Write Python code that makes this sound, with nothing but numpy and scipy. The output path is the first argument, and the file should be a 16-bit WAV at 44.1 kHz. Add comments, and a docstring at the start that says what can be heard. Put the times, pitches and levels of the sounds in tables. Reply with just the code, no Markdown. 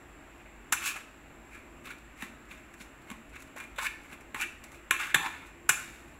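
"""A small hard kitchen: a metal spoon tosses wet greens on a glazed plate, close to a phone microphone.
Taps are bursts of grit that ring modes of plate and spoon; blunt landings add low knocks of the plate.
Scrapes over glaze and brushes through leaves are dense grit in moving bands; parting leaves tick brightly.
Sparse reflections answer from the room, over shaped air noise, low drones and a thin whistle."""
import sys
import numpy as np
from scipy import signal
from scipy.fft import rfft, irfft
from scipy.io import wavfile
from scipy.ndimage import uniform_filter1d

SR = 44100
rng = np.random.default_rng(int(sys.argv[2]) if len(sys.argv) > 2 else 0)


def elevation(decibels):
    """Turn decibel levels (scalar or array-like) into linear amplitude ratios."""
    levels = np.asarray(decibels, float)
    return 10 ** (levels / 20)


def generate_wav(sig):
    """Save sig (samples, or channels by samples) to the path in sys.argv[1] as 16-bit PCM at SR."""
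    pcm = np.round(np.clip(np.atleast_2d(sig).T, -1, 1) * 32767).astype(np.int16)
    wavfile.write(sys.argv[1], SR, pcm)


N = 273176  # length in samples

# spoon and stems meeting the plate:
# start_s, usual_peak_db, loudest_ring_hz, chatter_ms, treble_db, hollow_db
TAP_EVENTS = [(0.723, -13, 1530, 10.4, 5, -6), (0.857, -27, 1560, 17, 6, -5),
              (0.96, -35, 2260, 16, 2.5, -12), (1.845, -47, 2130, 6.0, 1, -12),
              (1.87, -36, 1320, 11, -6.5, -22), (1.908, -39, 1720, 9.8, -6, -5),
              (2.223, -26.5, 1880, 1.4, -1, 5.5), (2.51, -41, 2410, 8.8, -16, 4),
              (2.738, -42.5, 1750, 5, 3.5, -7), (2.806, -42.5, 2170, 15, -23, 0),
              (3.101, -31, 1150, 1.8, -0.5, -4), (3.113, -36, 1180, 4.6, -1, 7),
              (3.356, -42, 2260, 3.6, 2, -3.0), (3.421, -41.5, 1410, 3.9, 6, -7),
              (3.562, -40.5, 1810, 6.5, 5.5, 15.5), (3.581, -39, 2290, 5.7, 6, -7),
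              (3.601, -35, 1670, 6.2, 1.5, 5), (3.638, -42, 2240, 6.8, 2, -6),
              (3.76, -43.5, 3420, 17, 2, -13), (3.784, -24.5, 1510, 9.4, -4.5, 7),
              (3.786, -32, 3600, 7, -7, -2), (4.128, -39, 1170, 10, -2, 2),
              (4.208, -47, 2300, 6.4, 5.5, -3.0), (4.345, -26, 2050, 4.6, -1, 9),
              (4.411, -31.5, 2980, 20, 8, 3), (4.639, -41.5, 2480, 4.5, 10, 3),
              (4.717, -46, 2100, 9.4, 6, -8), (4.909, -6, 1410, 1, 0, -35), (4.995, -37, 1360, 11, 7.5, -7),
              (5.031, -30, 2320, 7.7, -17, 0), (5.144, -5, 1650, 4.6, -0.5, -3),
              (5.156, -28, 1590, 11, -13, 15), (5.261, -27, 2380, 2.5, -14, 7),
              (5.692, -5, 1510, 3.35, 4.5, -4)]
# modes of plate and spoon, one row per entry of MODE_HZ: relative_level_db, t60_s
MODE_DECAYS = [(-10, 0.039), (1.5, 0.1), (2.5, 0.073), (-9, 0.05), (-13, 0.021), (-2, 0.071), (-2.5, 0.046),
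               (0, 0.06), (-5, 0.12), (-5.5, 0.08), (-4, 0.096), (5.5, 0.027), (0.5, 0.075), (-6, 0.059),
               (-12, 0.036), (-1.5, 0.048), (-15, 0.067), (6, 0.033), (-15, 0.11), (-2.5, 0.13),
               (-36, 0.054), (0, 0.062), (-2, 0.099), (-2, 0.073), (-7, 0.05), (5, 0.05), (-7, 0.03)]
# pitches of those modes: pitch_hz
MODE_HZ = [738, 1060, 1110, 1345, 1520, 1745, 1810, 2165, 2400, 2640, 2880, 3420, 3660, 3835, 5260, 6110,
           6440, 7180, 7420, 7660, 8230, 9975, 10800, 11250, 11600, 12330, 15100]
# the plate rocks on the table, a blunt landing is wide: start_s, peak_db, pitch_hz, width_hz
ROCK_EVENTS = [(0.725, -34, 252, 200), (0.959, -44, 402, 250), (1.869, -49, 215, 80), (2.227, -33, 222, 80),
               (2.51, -45.5, 200, 70), (2.806, -42, 204, 70), (3.101, -45, 224, 70), (3.113, -33, 227, 80),
               (3.355, -46, 230, 80), (3.562, -37, 523, 250), (3.783, -33.5, 534, 200),
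               (4.128, -43, 200, 100), (4.345, -32, 280, 250), (4.91, -26, 335, 303),
               (5.145, -22, 328, 300), (5.156, -31, 150, 90), (5.259, -40, 313, 120),
               (5.693, -34.5, 357, 170), (5.7, -39.5, 130, 60)]
# the spoon drags over bare glaze, one list a scrape:
# time_s, pressure_db, relative_treble_db, lower_band_hz, upper_band_db
SCRAPE_CURVES = [
    [(0.76, -47, -7, 1380, 15), (0.802, -50, 1, 1470, -7), (0.822, -37, -5, 1450, -12),
     (0.86, -41.5, 11, 1540, 8), (0.896, -34.5, 3, 1600, 2), (0.94, -55.5, 0, 1470, 8),
     (0.966, -36, -22, 1340, -25), (0.984, -58, 3, 1550, -13), (1.02, -49, -17, 1520, -6)],
    [(3.775, -44, -4, 1470, -5), (3.797, -36.5, -10, 1560, -27), (3.835, -34, -1.7, 1250, -29),
     (3.871, -31.5, -6, 1670, 0), (3.895, -60, -12, 1680, 6)],
    [(4.355, -28, -20, 1320, -22), (4.38, -46.5, 0, 1420, -10), (4.408, -35, -4.5, 1390, -1.5),
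     (4.436, -36.5, -7, 1780, 6), (4.445, -41.5, -12, 1600, -2), (4.47, -52, -21, 1620, -13)],
    [(4.93, -35, -22, 1600, -11), (4.992, -47.5, -6, 1500, 4), (5.0, -30, -10.5, 1510, -23),
     (5.092, -41, -6, 1490, -14), (5.13, -41, -11, 1680, -3)],
    [(5.178, -29, -16, 1450, 10), (5.21, -44, -6, 1216, -27), (5.268, -29, -14, 1340, -28),
     (5.276, -41.5, -10, 1330, -24), (5.362, -47, -10, 1475, -10), (5.452, -53, -11, 1290, -5),
     (5.468, -53, -2, 1390, -14), (5.52, -60, -19, 1350, 2)],
]
# the spoon brushes through the leaves: start_s, top_s, end_s, top_pressure_db, relative_treble_db
BRUSH_EVENTS = [(0.336, 0.41, 0.445, -56.5, -18), (0.44, 0.463, 0.5, -53.5, -20),
                (1.47, 1.552, 1.63, -49, -6.5), (1.833, 1.859, 1.9, -47, 0),
                (1.865, 1.908, 1.95, -41.5, -7.5), (2.158, 2.227, 2.3, -42, -3.5),
                (2.479, 2.513, 2.64, -49, -3.5), (2.771, 2.812, 2.87, -51.5, 3.5),
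                (3.051, 3.113, 3.16, -45.5, -6.5), (3.3, 3.366, 3.4, -46.5, -10),
                (3.361, 3.4, 3.49, -58.5, 2.5), (3.553, 3.575, 3.62, -41.5, -12),
                (3.567, 3.608, 3.68, -45, -7), (3.967, 4.06, 4.12, -55, -4), (4.078, 4.13, 4.17, -45.5, -5),
                (4.608, 4.643, 4.72, -53, -6), (4.657, 4.751, 4.81, -54.5, -0.5),
                (5.705, 5.804, 6.15, -48, -1)]
# wet leaves part with a thin tick: start_s, peak_db
TICK_EVENTS = [(0.379, -50), (1.984, -42), (2.452, -46), (3.019, -45), (3.296, -43), (3.333, -45),
               (3.403, -41), (3.474, -42), (4.034, -44), (5.227, -31), (5.467, -44), (6.082, -44),
               (6.142, -45)]
# decay of the room's reflections: band_hz, t60_s
ROOM_DECAY = [(250, 0.89), (700, 0.37), (1800, 0.5), (4600, 0.5), (11000, 0.39), (15000, 0.3)]
# spectral shape of the background air: band_hz, relative_density_db (per Hz)
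AIR_SHAPE = [(20, -7), (35, -42), (47, -36), (90, -10.5), (170, -11.5), (300, -6.5), (450, -13.5),
             (700, -15), (1500, -19.5), (2800, -26.5), (4000, -37), (8000, -34), (12000, -29), (15000, -27)]
# low drones and a thin whistle: pitch_hz, width_hz (of each of two passes), rms_db
DRONE_BANDS = [(50.7, 19, -56), (75.5, 5.4, -65), (125.2, 21, -67), (228, 7.5, -65.5), (270.6, 40, -63),
               (342.7, 13.3, -61.5), (630.3, 9.2, -69), (7460, 630, -66.5)]
# colour of microphone and port: band_hz, gain_db
MIC_COLOUR = [(500, -3.5), (1000, -0.5), (2700, 5.5), (3150, -1), (3700, 2.5), (4200, 0.5), (4900, -6),
              (6300, -5.5), (7500, -3), (9300, -13.5), (10700, -8), (12200, -12.5), (13300, -15),
              (15500, -18.5)]

TWIN_APART = .011  # each mode has a twin this fraction higher, and the two beat
SPOT_SPREAD_DB, LEAF_DAMP_DB_PER_KHZ = 1.3, -0.4  # uneven modes; a sliding contact dulls the high ones
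TAP_RING_DB, TAP_RING_DB_PER_DB = -2.5, 0.13  # ringing against the dull crack, and its growth with the tap
SCRAPE_RING_DB = -11
LEAD_MS = 5  # room ahead of each landing
PUSH_DB = -32.5  # every tap pushes the table, this far under its level
BRUSH_ENDS_DB, BRUSH_HZ, BRUSH_UPPER_DB = -20.5, 1490, -7.5
UPPER_HZ, UPPER_HZ_PER_DB = 2334, 27  # the upper band sits higher where it is stronger
# the hollow sounds most when the lower band is low
HOLLOW_DB, HOLLOW_OPEN_HZ, HOLLOW_DB_PER_HZ = 0.5, 1227, -0.0683
TICK_HZ, TICK_WIDTH_HZ, TICK_MS = 10500, 4700, 6.2
KITCHEN_DB, AIR_DB = -8.5, -52  # reflections against the plate; rms of the air
EDGE_HZ = 15780  # upper band limit


def evened(x):
    """Scales to rms 1."""
    return x / np.sqrt(np.mean(x ** 2) + 1e-20)


def read(points, hz):
    """Reads a table on a log-frequency axis."""
    table_hz, value = np.transpose(points)
    return np.interp(np.log(hz + 1), np.log(table_hz + 1), value)


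def add(mix, start_s, sound):
    """Mixes a sound in at its start time."""
    part = mix[round(start_s * SR):][:len(sound)]
    part += sound[:len(part)]


def band(x, lo_hz, hi_hz):
    """Causal band-pass."""
    return signal.sosfilt(signal.butter(2, [lo_hz, hi_hz], "band", fs=SR, output="sos"), x)


def resonate(x, hz, width_hz):
    """Shifts the curve hz down to zero, smooths, and shifts back: a resonance of gain 1."""
    turn = np.exp(2j * np.pi * np.cumsum(hz * np.ones(len(x))) / SR)
    pole = np.exp(-np.pi * width_hz / SR)
    smooth = signal.lfilter([1 - pole], [1, -pole], x / turn + 1e-18)
    return 2 * (turn * smooth).real


def resonate_twice(x, hz, width_hz):
    """Two equal resonances in a row, for steeper skirts."""
    return resonate(resonate(x, hz, width_hz), hz, width_hz)


def flatten_spectrum(x):
    """Evens out broad chance humps in a spectrum, so that a cluster of contacts is as flat as one."""
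    spectrum = rfft(x)
    local_power = uniform_filter1d(abs(spectrum) ** 2, 24)
    return irfft(spectrum / np.sqrt(local_power + 1e-12), len(x))


def grit(count, per_s, spread_db):
    """Sparse contacts of random sign and uneven size."""
    hit, size, sign = rng.random((count, 3)).T
    strength = elevation(-spread_db * np.log(size + .03))
    return (hit < per_s / SR) * strength * np.sign(sign - .5)


def ringing(spot_db):
    """Impulse response of plate and spoon: decaying mode pairs, weighted by the spot struck."""
    t = np.arange(8000)[:, None] / SR
    mode_db, t60 = np.transpose(MODE_DECAYS)
    spot = SPOT_SPREAD_DB * rng.standard_normal(len(mode_db))
    phase, twin_phase = rng.random((2, len(mode_db)))
    mode = np.sin(2 * np.pi * (t * MODE_HZ + phase))
    twin = np.sin(2 * np.pi * (t * MODE_HZ * (1 + TWIN_APART) + twin_phase))
    decay = elevation(mode_db + spot_db + spot - 60 * t / t60)
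    ring = (decay * (mode + 0.71 * twin)).sum(1)
    return ring / np.linalg.norm(ring)


def tap(start_s, peak_db, ring_hz, chatter_ms, treble_db, hollow_db):
    """Quick bounces crack, ring the modes near ring_hz most, sound the hollow and push the table."""
    t_ms = np.arange(8000) / SR * 1000 - LEAD_MS
    after = np.maximum(t_ms, 0)
    chatter = (1 - np.exp(-after / 0.84)) * np.exp(-after / max(chatter_ms, .3))
    bounces = flatten_spectrum(grit(len(t_ms), 5000., 2.86) * chatter)
    # a faint swell leads into each landing
    bounces *= np.exp(np.minimum(t_ms, 0) / 1.9) * np.exp(-after / 37.0)

    # the hardest bounce rings the plate
    hardest = np.arange(len(t_ms)) == abs(bounces).argmax()
    blow = np.linalg.norm(bounces) * hardest
    spot_db = 3 * np.exp(-(np.log(np.divide(MODE_HZ, ring_hz)) / .15) ** 2)
    ring = signal.fftconvolve(blow, ringing(spot_db))[:len(t_ms)]
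    # bare metal on glaze is loud and rings; leaves damp the soft taps
    body = bounces + elevation(TAP_RING_DB + TAP_RING_DB_PER_DB * peak_db) * ring

    low = band(band(body, 890.0, 5420.0), 790.0, 7230.0)
    low += 2.62 * resonate(bounces, ring_hz, 285.0)
    # usual peak of a burst this long
    crest = 2.22 * np.linalg.norm(low) / np.sqrt((chatter_ms + 3.1) * SR / 2000)
    treble = band(body, 3860.0, 19700.0)
    hollow = band(band(body, 750.0, 1320.0), 750.0, 1320.0)
    push = band(bounces, 260.0, 740.0)
    sound = (low + elevation(treble_db) * treble + elevation(hollow_db) * hollow) / crest
    sound += elevation(PUSH_DB) * push / abs(push).max()
    return start_s - LEAD_MS / 1000, elevation(peak_db) * sound


def rock(start_s, peak_db, hz, width_hz):
    """The plate tips and lands with one low, soft-edged knock."""
    knock = resonate_twice(np.arange(6000) == 0, hz, width_hz) * rng.choice([-1, 1])
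    return start_s, elevation(peak_db) * knock / abs(knock).max()


def stroke(rows):
    """Dense grit under the sliding spoon drives the plate; two bands move with the contact point."""
    s, *columns = np.transpose(rows)
    t = np.arange(s[0], s[-1], 1 / SR)
    pressure_db, treble_db, lower_hz, upper_db = (np.interp(t, s, c) for c in columns)
    upper_hz = UPPER_HZ + UPPER_HZ_PER_DB * upper_db
    hollow_db = HOLLOW_DB + HOLLOW_DB_PER_HZ * (lower_hz - HOLLOW_OPEN_HZ)

    # the edge sticks and slips
    slips = elevation(1.8 * evened(uniform_filter1d(rng.standard_normal(len(t)), 200)))
    snaps = 5.2 * grit(len(t), 60., 2.1)  # stems snap and wet leaves part
    rub = evened(grit(len(t), 5000., 1.9)) + snaps
    rub = rub * slips * signal.windows.tukey(len(t), .1)
    damp_db = LEAF_DAMP_DB_PER_KHZ * np.divide(MODE_HZ, 1000)
    body = rub + elevation(SCRAPE_RING_DB) * signal.fftconvolve(rub, ringing(damp_db))[:len(t)]

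    lower = evened(resonate_twice(body, lower_hz, 640.0))
    upper = evened(resonate_twice(body, upper_hz, 750.0))
    low = 0.45 * (lower + elevation(upper_db) * upper)
    low += 0.29 * evened(band(body, 1450.0, 2500.0))
    high = evened(band(body, 6200.0, 19845.0))
    hollow = evened(band(band(body, 760.0, 1145.0), 760.0, 1145.0))  # air under the rim
    sound = low + elevation(treble_db + 4.0) * high + elevation(hollow_db) * hollow
    return s[0], elevation(pressure_db) * sound


def brush(start_s, top_s, end_s, top_db, treble_db):
    """A light stroke of steady colour that swells and fades in straight dB lines."""
    swell = ((start_s, BRUSH_ENDS_DB), (top_s, 0), (end_s, BRUSH_ENDS_DB))
    return stroke([(s, top_db + db, treble_db, BRUSH_HZ, BRUSH_UPPER_DB) for s, db in swell])


def tick(start_s, peak_db):
    """Wet leaves part in a few milliseconds of bright crackle."""
    t_ms = np.arange(1200) / SR * 1000
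    crackle = resonate(grit(len(t_ms), 7000., 2.5), TICK_HZ, TICK_WIDTH_HZ) * np.exp(-t_ms / TICK_MS)
    return start_s, elevation(peak_db) * crackle / abs(crackle).max()


def kitchen(x):
    """Sparse reflections of random sign, each band dying at its own speed."""
    reflections = np.zeros(SR)
    at = np.arange(120, SR - 20, 10)
    at = at + rng.integers(0, 10, len(at))
    reflections[at] = rng.choice([-1., 1.], len(at))
    hz, t, z = signal.stft(reflections, SR, nperseg=128)
    decay = elevation(-60 * t / read(ROOM_DECAY, hz)[:, None])
    tail = signal.istft(z * decay, SR, nperseg=128)[1]
    return signal.fftconvolve(x, tail / np.linalg.norm(tail))[:N]


def background():
    """Smooth air noise with faint patches, and wavering drones from resonances fed by noise."""
    frames, hz = N // 512 + 5, np.fft.rfftfreq(2048, 1 / SR)
    real, imaginary, patches = rng.standard_normal((frames, 1025, 3)).T
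    patches_db = evened(uniform_filter1d(uniform_filter1d(patches, 24, 0), 10, 1))
    z = (real + 1j * imaginary) * elevation(read(AIR_SHAPE, hz)[:, None] + patches_db)
    air = elevation(AIR_DB) * evened(signal.istft(z, nperseg=2048, noverlap=1536)[1][:N])
    drones = (elevation(rms_db) * evened(resonate_twice(rng.standard_normal(N), pitch_hz, width_hz))
              for pitch_hz, width_hz, rms_db in DRONE_BANDS)
    return air + sum(drones)


def scene():
    """Plate sounds, their reflections and the background, at one point."""
    plate = np.zeros(N)
    for source, table in ((tap, TAP_EVENTS), (rock, ROCK_EVENTS), (tick, TICK_EVENTS), (brush, BRUSH_EVENTS)):
        for row in table:
            add(plate, *source(*row))
    for rows in SCRAPE_CURVES:
        add(plate, *stroke(rows))
    mono = plate + elevation(KITCHEN_DB) * kitchen(plate) + background()
    return np.array([mono, mono])


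def low_pass(x):
    """Removes everything above the highest recorded frequency."""
    return signal.sosfilt(signal.butter(12, 16830, fs=SR, output="sos"), x)


def record(dry):
    """Causal colour of the microphone port, soft overload, then the band limit."""
    hz = abs(np.fft.fftfreq(4096, 1 / SR))
    log_gain = np.log(elevation(read(MIC_COLOUR, hz)))
    # minimum phase: the port answers only after the sound
    port = np.fft.ifft(np.exp(log_gain - 1j * signal.hilbert(log_gain).imag)).real[:2048]
    heard = signal.oaconvolve(dry, port[None])[:, :N]
    heard = .55 * np.tanh(heard / .55)  # the input stage rounds off the loudest peaks
    edge = signal.firwin(511, EDGE_HZ, window=("kaiser", 9), fs=SR)
    mix = signal.oaconvolve(heard, edge[None], "same")
    return low_pass(mix)


dry = scene()
out = record(dry)
generate_wav(out)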